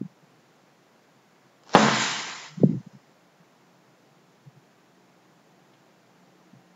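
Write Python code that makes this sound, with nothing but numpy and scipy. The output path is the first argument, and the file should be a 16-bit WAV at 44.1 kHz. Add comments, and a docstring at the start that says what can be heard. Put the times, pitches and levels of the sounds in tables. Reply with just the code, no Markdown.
"""A smoke bomb, thrown down in a walled courtyard a few metres from a small mono camera.
It ticks on the paving, fizzes alight and bursts; the bang overloads the microphone and rings
between the walls. Gas from the burning powder rushes out with a hiss, a roar and a last rasp.
A puff of air then thumps on the microphone; lighter gusts touch it before and later.
A shoe scuffs once, over a faint town hum."""
import sys
import numpy as np
from scipy import signal
from scipy.fft import rfft, irfft, next_fast_len
from scipy.io import wavfile
from scipy.ndimage import uniform_filter1d, map_coordinates

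SR = 44100
rng = np.random.default_rng(int(sys.argv[2]) if len(sys.argv) > 2 else 0)


def dump(signal):
    """Clip the signal to [-1, 1] and save it as 16-bit WAV at the path in sys.argv[1]."""
    limited = np.clip(np.atleast_2d(signal).T, -1, 1)
    pcm = np.round(limited * 32767).astype(np.int16)
    wavfile.write(sys.argv[1], SR, pcm)


N = 297675
BANG_S = 1.7494

# echoes off ground, cars and walls: delay/s, level/dB
REFLECTIONS = [(.0057, -9.5), (.0108, -21), (.0154, -11.5), (.0185, -13.5), (0.022, -9.5), (.0808, -15),
               (.1215, -18), (.135, -13), (.222, -22)]


def amp(db):
    """Decibels to gain."""
    return 10 ** (np.asarray(db) / 20)


def unit(x):
    """Scale to rms 1."""
    return x / np.sqrt(np.mean(x ** 2) + 1e-20)


def along(points, hz):
    """Interpolate (f/Hz, value) points over log frequency."""
    f, v = np.transpose(points)
    return np.interp(np.log(hz + 1), np.log(f + 1), v)


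def clock():
    """Sample times in s."""
    return np.arange(N) / SR


def fade(start_s, end_s):
    """Ramp from 0 at start_s to 1 at end_s."""
    return np.clip((clock() - start_s) / (end_s - start_s), 0, 1)


def peaked(peak_s, rise_db_s, fall_db_s):
    """Level in dB: climbs to 0 at peak_s, then falls; slopes in dB/s."""
    t = clock()
    return np.minimum(rise_db_s * (t - peak_s), fall_db_s * (peak_s - t))


def wobble(rate_hz):
    """Smooth random curve, rate_hz knots a second."""
    return map_coordinates(rng.standard_normal(int(N * rate_hz / SR) + 4), [clock() * rate_hz])


def filtered(x, response):
    """Apply the frequency response response(hz)."""
    size = next_fast_len(N + SR // 2)
    return irfft(rfft(x, size) * response(np.fft.rfftfreq(size, 1 / SR)), size)[:N]


def coloured(x, spectrum):
    """Shape x by a (f/Hz, level/dB) spectrum; rms 1."""
    return unit(filtered(x, lambda hz: amp(along(spectrum, hz))))


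def noise(spectrum):
    """Coloured Gaussian noise, rms 1."""
    return coloured(rng.standard_normal(N), spectrum)


def pulse(spectrum, size=2048):
    """Minimum-phase pulse with this spectrum, peak 1."""
    cepstrum = irfft(np.log(amp(along(spectrum, np.fft.rfftfreq(size, 1 / SR)))))
    cepstrum[1:size // 2] *= 2
    cepstrum[size // 2 + 1:] = 0
    shape = irfft(np.exp(rfft(cepstrum)))
    return shape / np.abs(shape).max()


def town():
    """Distant traffic and the wavering hum of a far engine drawing near."""
    # traffic noise spectrum: f/Hz, level/dB
    traffic_spectrum = [(50, -24), (97, -29.5), (125, -3.5), (175, -2.5), (245, -5.5), (370, -6.5),
                        (500, -8.5), (720, -9), (1220, -13.5), (1950, -17), (3000, -22.5), (7500, -27)]
    # engine orders: f/Hz, level/dB
    orders = [(181, 0), (314, -6.5), (375, -15), (680, -11.5), (775, -8.5), (860, -13)]
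    hum = 0
    for hz, db in orders:
        gain = amp(db + 2.4 * wobble(5.6))
        wavering_hz = hz * (1 + .012 * wobble(13))
        hum += gain * np.sin(2 * np.pi * np.cumsum(wavering_hz) / SR)
    traffic_db = -59 + 0.02 * clock() + 0.17 * wobble(4.9)
    return amp(traffic_db) * noise(traffic_spectrum) + amp(-82.5 + 3 * clock()) * hum


def scuff():
    """A shoe grinds briefly on gritty paving."""
    # grit spectrum: f/Hz, level/dB
    grit = [(1000, -12), (2200, -7), (2600, -7), (3100, -2), (3700, -8), (4200, -17), (7500, -27)]
    return amp(-58 + peaked(5.738, rise_db_s=3000, fall_db_s=1100)) * noise(grit)


def eddy(peak_s, db, hz, half_length_s):
    """One eddy briefly swings the pressure at the microphone."""
    t = clock() - peak_s
    bell = np.exp(1 - np.sqrt(1 + 3 * (t / half_length_s) ** 2))
    return amp(db) * bell * np.cos(2 * np.pi * hz * t)


def buffets():
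    """Air on the microphone: a thump, its flutter and single light puffs."""
    # eddies, the two loudest form the thump: t/s, level/dB, f/Hz, half length/s
    puffs = [(0.016, -19, 229, 0.0024), (0.031, -30.5, 180, 0.005), (0.057, -32, 175, .009),
             (.24, -52, 163, .008), (2.53, -47.5, 152, .03), (2.583, -27, 174, 0.007),
             (2.604, -32, 352, .003), (2.62, -20, 179, 0.007), (2.6362, -5, 388.4, 0.0015),
             (2.644, -4.5, 191, 0.0045), (2.654, -24, 330, .002), (2.665, -15.5, 160.1, 0.01),
             (2.697, -14, 205.3, 0.0035), (2.714, -19.5, 199, .0035), (2.733, -20.5, 160, 0.0054),
             (2.746, -26.5, 260, .003), (2.7565, -22.5, 175, 0.005), (2.773, -26.5, 135, 0.014),
             (2.806, -36, 195, 0.0055), (2.872, -34, 180, 0.0043), (2.938, -44.5, 165, .004),
             (2.953, -39, 185, 0.004), (2.968, -44, 150, .008), (3.409, -51, 168, 0.0088),
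             (4.117, -54, 159, 0.0062), (4.478, -39.5, 140, 0.01), (4.577, -45.5, 142, 0.0093),
             (6.538, -44, 218, 0.0047), (6.563, -50, 133, 0.022)]
    pressure = sum(eddy(*puff) for puff in puffs)
    # finer turbulence rides on the gust
    swirl = noise([(100, -18), (170, 7), (350, 2), (550, -15), (900, -26), (2000, -70)])
    pressure += amp(-36.5) * swirl * fade(2.59, 2.64) * fade(2.79, 2.74)
    mic_low_cut = [(30, -19.5), (70, -17.5), (95, -21), (122, 1.5)]  # f/Hz, gain/dB
    return filtered(pressure, lambda hz: amp(along(mic_low_cut, hz)))


def courtyard(hz):
    """Gain of the standing waves between the walls."""
    # courtyard modes: f/Hz, width/Hz, level/dB
    modes = [(135, 34, 7.5), (213.5, 21, 8.5), (280, 49, 2), (457, 23, 6.5), (565.7, 18, 2.5),
             (706, 26, 3.5), (785, 13, -3.5), (883, 81, 2), (1020, 47, 4), (1306, 30, -0.5), (1590, 57, 0),
             (1716, 26, -2), (2040, 32, 0.5)]
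    power = sum(amp(db) ** 2 / (1 + (2 * (hz - mode_hz) / width_hz) ** 2) ** 2
                for mode_hz, width_hz, db in modes)
    return np.sqrt(1 + power)


def ticks():
    """Sharp ticks as the bomb meets the paving and catches."""
    # contacts: t/s, level/dB, T60/s
    contacts = [(1.6355, -37, .02), (1.674, -38, .03), (1.683, -34, .02), (1.694, -21, .009),
                (1.703, -36, .02), (1.72, -31, .025)]
    t = clock()
    envelope = sum((t > s) * amp(db - 9 - 60 * np.abs(t - s) / t60_s) for s, db, t60_s in contacts)
    return envelope * noise([(200, -10.5), (900, 14.5), (1800, -10.5), (3200, -2),
                             (4200, -9.5), (5100, 1.5), (6100, -9), (7000, -1.5)])


def sparks(rate_hz, spread_db):
    """Burning grains: tiny pops of uneven size at random times, rms 1."""
    pops = (rng.random(N) < rate_hz / SR) * rng.standard_normal(N)
    return unit(pops * amp(spread_db * rng.standard_normal(N)))


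def ignition():
    """The powder catches, fizzes louder, flares and is blown out by the bang."""
    # fizz spectrum: f/Hz, level/dB
    fizz_spectrum = [(100, -12), (300, -2.5), (850, 2.5), (2200, -9.5), (3000, -11), (4000, -7),
                     (6200, -9.5), (7500, -21)]
    flare_s, growth_db_s = 1.73, 290.5
    growth_db = growth_db_s * (BANG_S - flare_s) + peaked(BANG_S, growth_db_s, fall_db_s=1401)
    flare_db = 12 * fade(flare_s, flare_s + .008)
    fizz = coloured(rng.standard_normal(N) + .9 * sparks(rate_hz=600, spread_db=2), fizz_spectrum)
    return amp(-42.5 + growth_db + flare_db) * fizz


def rumble():
    """The billowing cloud rumbles faintly below the rush."""
    # rumble spectrum: f/Hz, level/dB
    spectrum = [(25, -10), (55, -2.5), (95, 0.5), (140, -20), (300, -59.5)]
    return amp(-61.5 + peaked(1.93, rise_db_s=129.5, fall_db_s=137.5)) * noise(spectrum)


def turbulence(x, depth_db):
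    """Patches of random gain, a few hundred Hz by tens of ms; rms 1."""
    bins = signal.stft(x, nperseg=512)[2]
    patches = uniform_filter1d(rng.standard_normal(bins.shape), size=3, axis=0)
    patches = uniform_filter1d(patches, size=9, axis=1)
    return unit(signal.istft(bins * amp(depth_db * unit(patches)), nperseg=512)[1][:N])


def burn_levels():
    """Hiss, roar and rasp in dB: a first jet, then the bulk of the powder swells, sputters, is spent."""
    # last lumps of powder sputtering: t/s, level change/dB
    sputters = [(2.07, 0.5), (2.2, 1.5), (2.295, 1), (2.382, -2), (2.455, 0), (2.495, -3.5)]
    t = clock()
    jet = amp(-23.5 - 55 * np.abs(t - BANG_S))
    swell = amp(-24.5 + peaked(2.016, rise_db_s=50.5, fall_db_s=43))
    sputter_db = sum(db * np.exp(-((t - s) / 0.023) ** 2) for s, db in sputters)
    hiss_db = 20 * np.log10(np.hypot(jet, swell)) + .4 * sputter_db
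    roar_db = -25.5 + peaked(1.964, rise_db_s=2, fall_db_s=45) + sputter_db
    rasp_db = -44 + peaked(2.39, rise_db_s=39, fall_db_s=28.5)
    spent_db = 9 * fade(2.483, 2.533)
    return hiss_db - spent_db, roar_db - spent_db, rasp_db - spent_db


def burn():
    """Gas rushes from the burning powder, mirrored by the ground and near walls."""
    # sizzling hiss: f/Hz, level/dB
    hiss_spectrum = [(900, -28), (1500, -13.5), (1950, -3), (2450, -2.5), (3100, -3.5), (3800, -1),
                     (4500, -4.5), (5200, -3.5), (5800, -6.5), (6700, -4), (7500, -7.5)]
    # billowing roar: f/Hz, level/dB
    roar_spectrum = [(110, -21.5), (170, -10.5), (260, -5.5), (480, -4), (560, -9), (700, -2.5), (1000, -1),
                     (1400, 1), (2000, -1.5), (2500, -8), (3300, -9), (4400, -23.5), (7000, -45)]
    # last gas rasping from the emptying case: f/Hz, level/dB
    rasp_spectrum = [(500, -18.5), (800, -8.5), (960, 6.5), (1130, -7), (1400, -1.5), (1750, -4),
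                     (2100, 1.5), (2350, -13), (3500, -26), (4500, -14.5), (5000, -5.5), (5700, -9.5),
                     (7500, -11.5)]
    hiss_db, roar_db, rasp_db = burn_levels()
    sizzle = rng.standard_normal(N) + 0.5 * sparks(rate_hz=2500, spread_db=-0.5)
    hiss = turbulence(coloured(sizzle, hiss_spectrum), depth_db=1.5)
    roar = turbulence(filtered(noise(roar_spectrum), courtyard), depth_db=1.5)
    rasp = turbulence(noise(rasp_spectrum), depth_db=5)
    hiss *= amp(hiss_db + 0.33 * wobble(27))
    roar *= amp(roar_db + 0.55 * wobble(45))
    rush = (hiss + roar + amp(rasp_db) * rasp) * fade(1.75, 1.778)
    paving = (0.000983, -17.5)  # delay/s, level/dB
    paths = [paving] + [(delay_s, db - 10) for delay_s, db in REFLECTIONS[:5]]
    return filtered(rush, lambda hz: 1 + sum(amp(db) * np.exp(-2j * np.pi * hz * s) for s, db in paths))


def crack():
    """Tearing edge of the burst: a flash of bright noise just behind the shock."""
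    edge = noise([(700, -12.5), (1500, 5), (2400, 1), (3200, 4.5), (4100, 2.5), (4800, -8.5),
                  (7500, -18)])
    return amp(-17.5 + peaked(1.7535, rise_db_s=6000, fall_db_s=1700)) * edge


def ring():
    """Reverberation builds as the walls answer the bang; each frequency dies at its own rate."""
    # courtyard decay: f/Hz, T60/s
    decay_times = [(130, 0.92), (220, 0.71), (500, 0.5), (1000, 0.45), (3000, .9), (8000, .4)]
    hz, frame_s, bins = signal.stft(rng.standard_normal(N), SR, nperseg=512)
    decay_db = -60 * np.maximum(frame_s - BANG_S, 0) / along(decay_times, hz)[:, None]
    tail = signal.istft(bins * amp(decay_db), SR, nperseg=512)[1][:N]
    return amp(-31) * filtered(tail, courtyard) * fade(BANG_S, BANG_S + 0.115)


def bang():
    """The burst's shock pulse with hard echoes, scatter off near clutter and the courtyard's ring."""
    # shock pulse spectrum: f/Hz, level/dB
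    blast = [(60, -17), (130, -4.5), (220, 5), (350, -1), (480, 2.5), (700, 3.5), (1000, 2), (1500, -7),
             (2400, -19.5), (4000, -29.5), (5000, -41), (7500, -47)]
    shock_hz, allpass_hz, scatter_t60_s = 3000, 1300, 0.27
    paths = np.zeros(N)
    for delay_s, db in [(.0008, 2.5)] + REFLECTIONS:
        paths[round((BANG_S + delay_s) * SR)] += amp(db)
    # powder burns rather than detonates: rounded front
    paths = filtered(paths, lambda hz: np.exp(-(hz / shock_hz) ** 2))
    age_s = np.maximum(clock() - BANG_S, 0)
    scatter = amp(-30 - 60 * age_s / scatter_t60_s) * rng.standard_normal(N)
    diffuse = scatter * fade(BANG_S, BANG_S + 0.0065) + ring()
    boom = amp(6.5) * signal.fftconvolve(paths + diffuse, pulse(blast))[:N]
    # bass lags treble
    return filtered(boom, lambda hz: (allpass_hz - 1j * hz) / (allpass_hz + 1j * hz))


def scene():
    """All sources at one small microphone that passes little bass."""
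    airborne = ignition() + bang() + crack() + burn() + ticks() + scuff()
    low_cut = signal.ellip(5, 1, 32, 120, "highpass", fs=SR, output="sos")
    airborne = signal.sosfilt(low_cut, airborne)
    return np.tile(airborne + rumble() + buffets() + town(), (2, 1))


def record(dry):
    """Narrow-band mono recorder: clips at full scale, adds faint hiss, blocks the slowest swings."""
    band_hz, top_hz, bass_hz = 7490, 15750, 55
    sound = filtered(dry[0], lambda hz: 1 / np.sqrt(1 + (hz / band_hz) ** 130))
    sound = np.clip(sound, -1, 1) + amp(-77) * rng.standard_normal(N)
    sound = filtered(sound, lambda hz: (hz < top_hz) * 1j * hz / (bass_hz + 1j * hz))
    return np.tile(sound, (2, 1))


dry = scene()
out = record(dry)
dump(out)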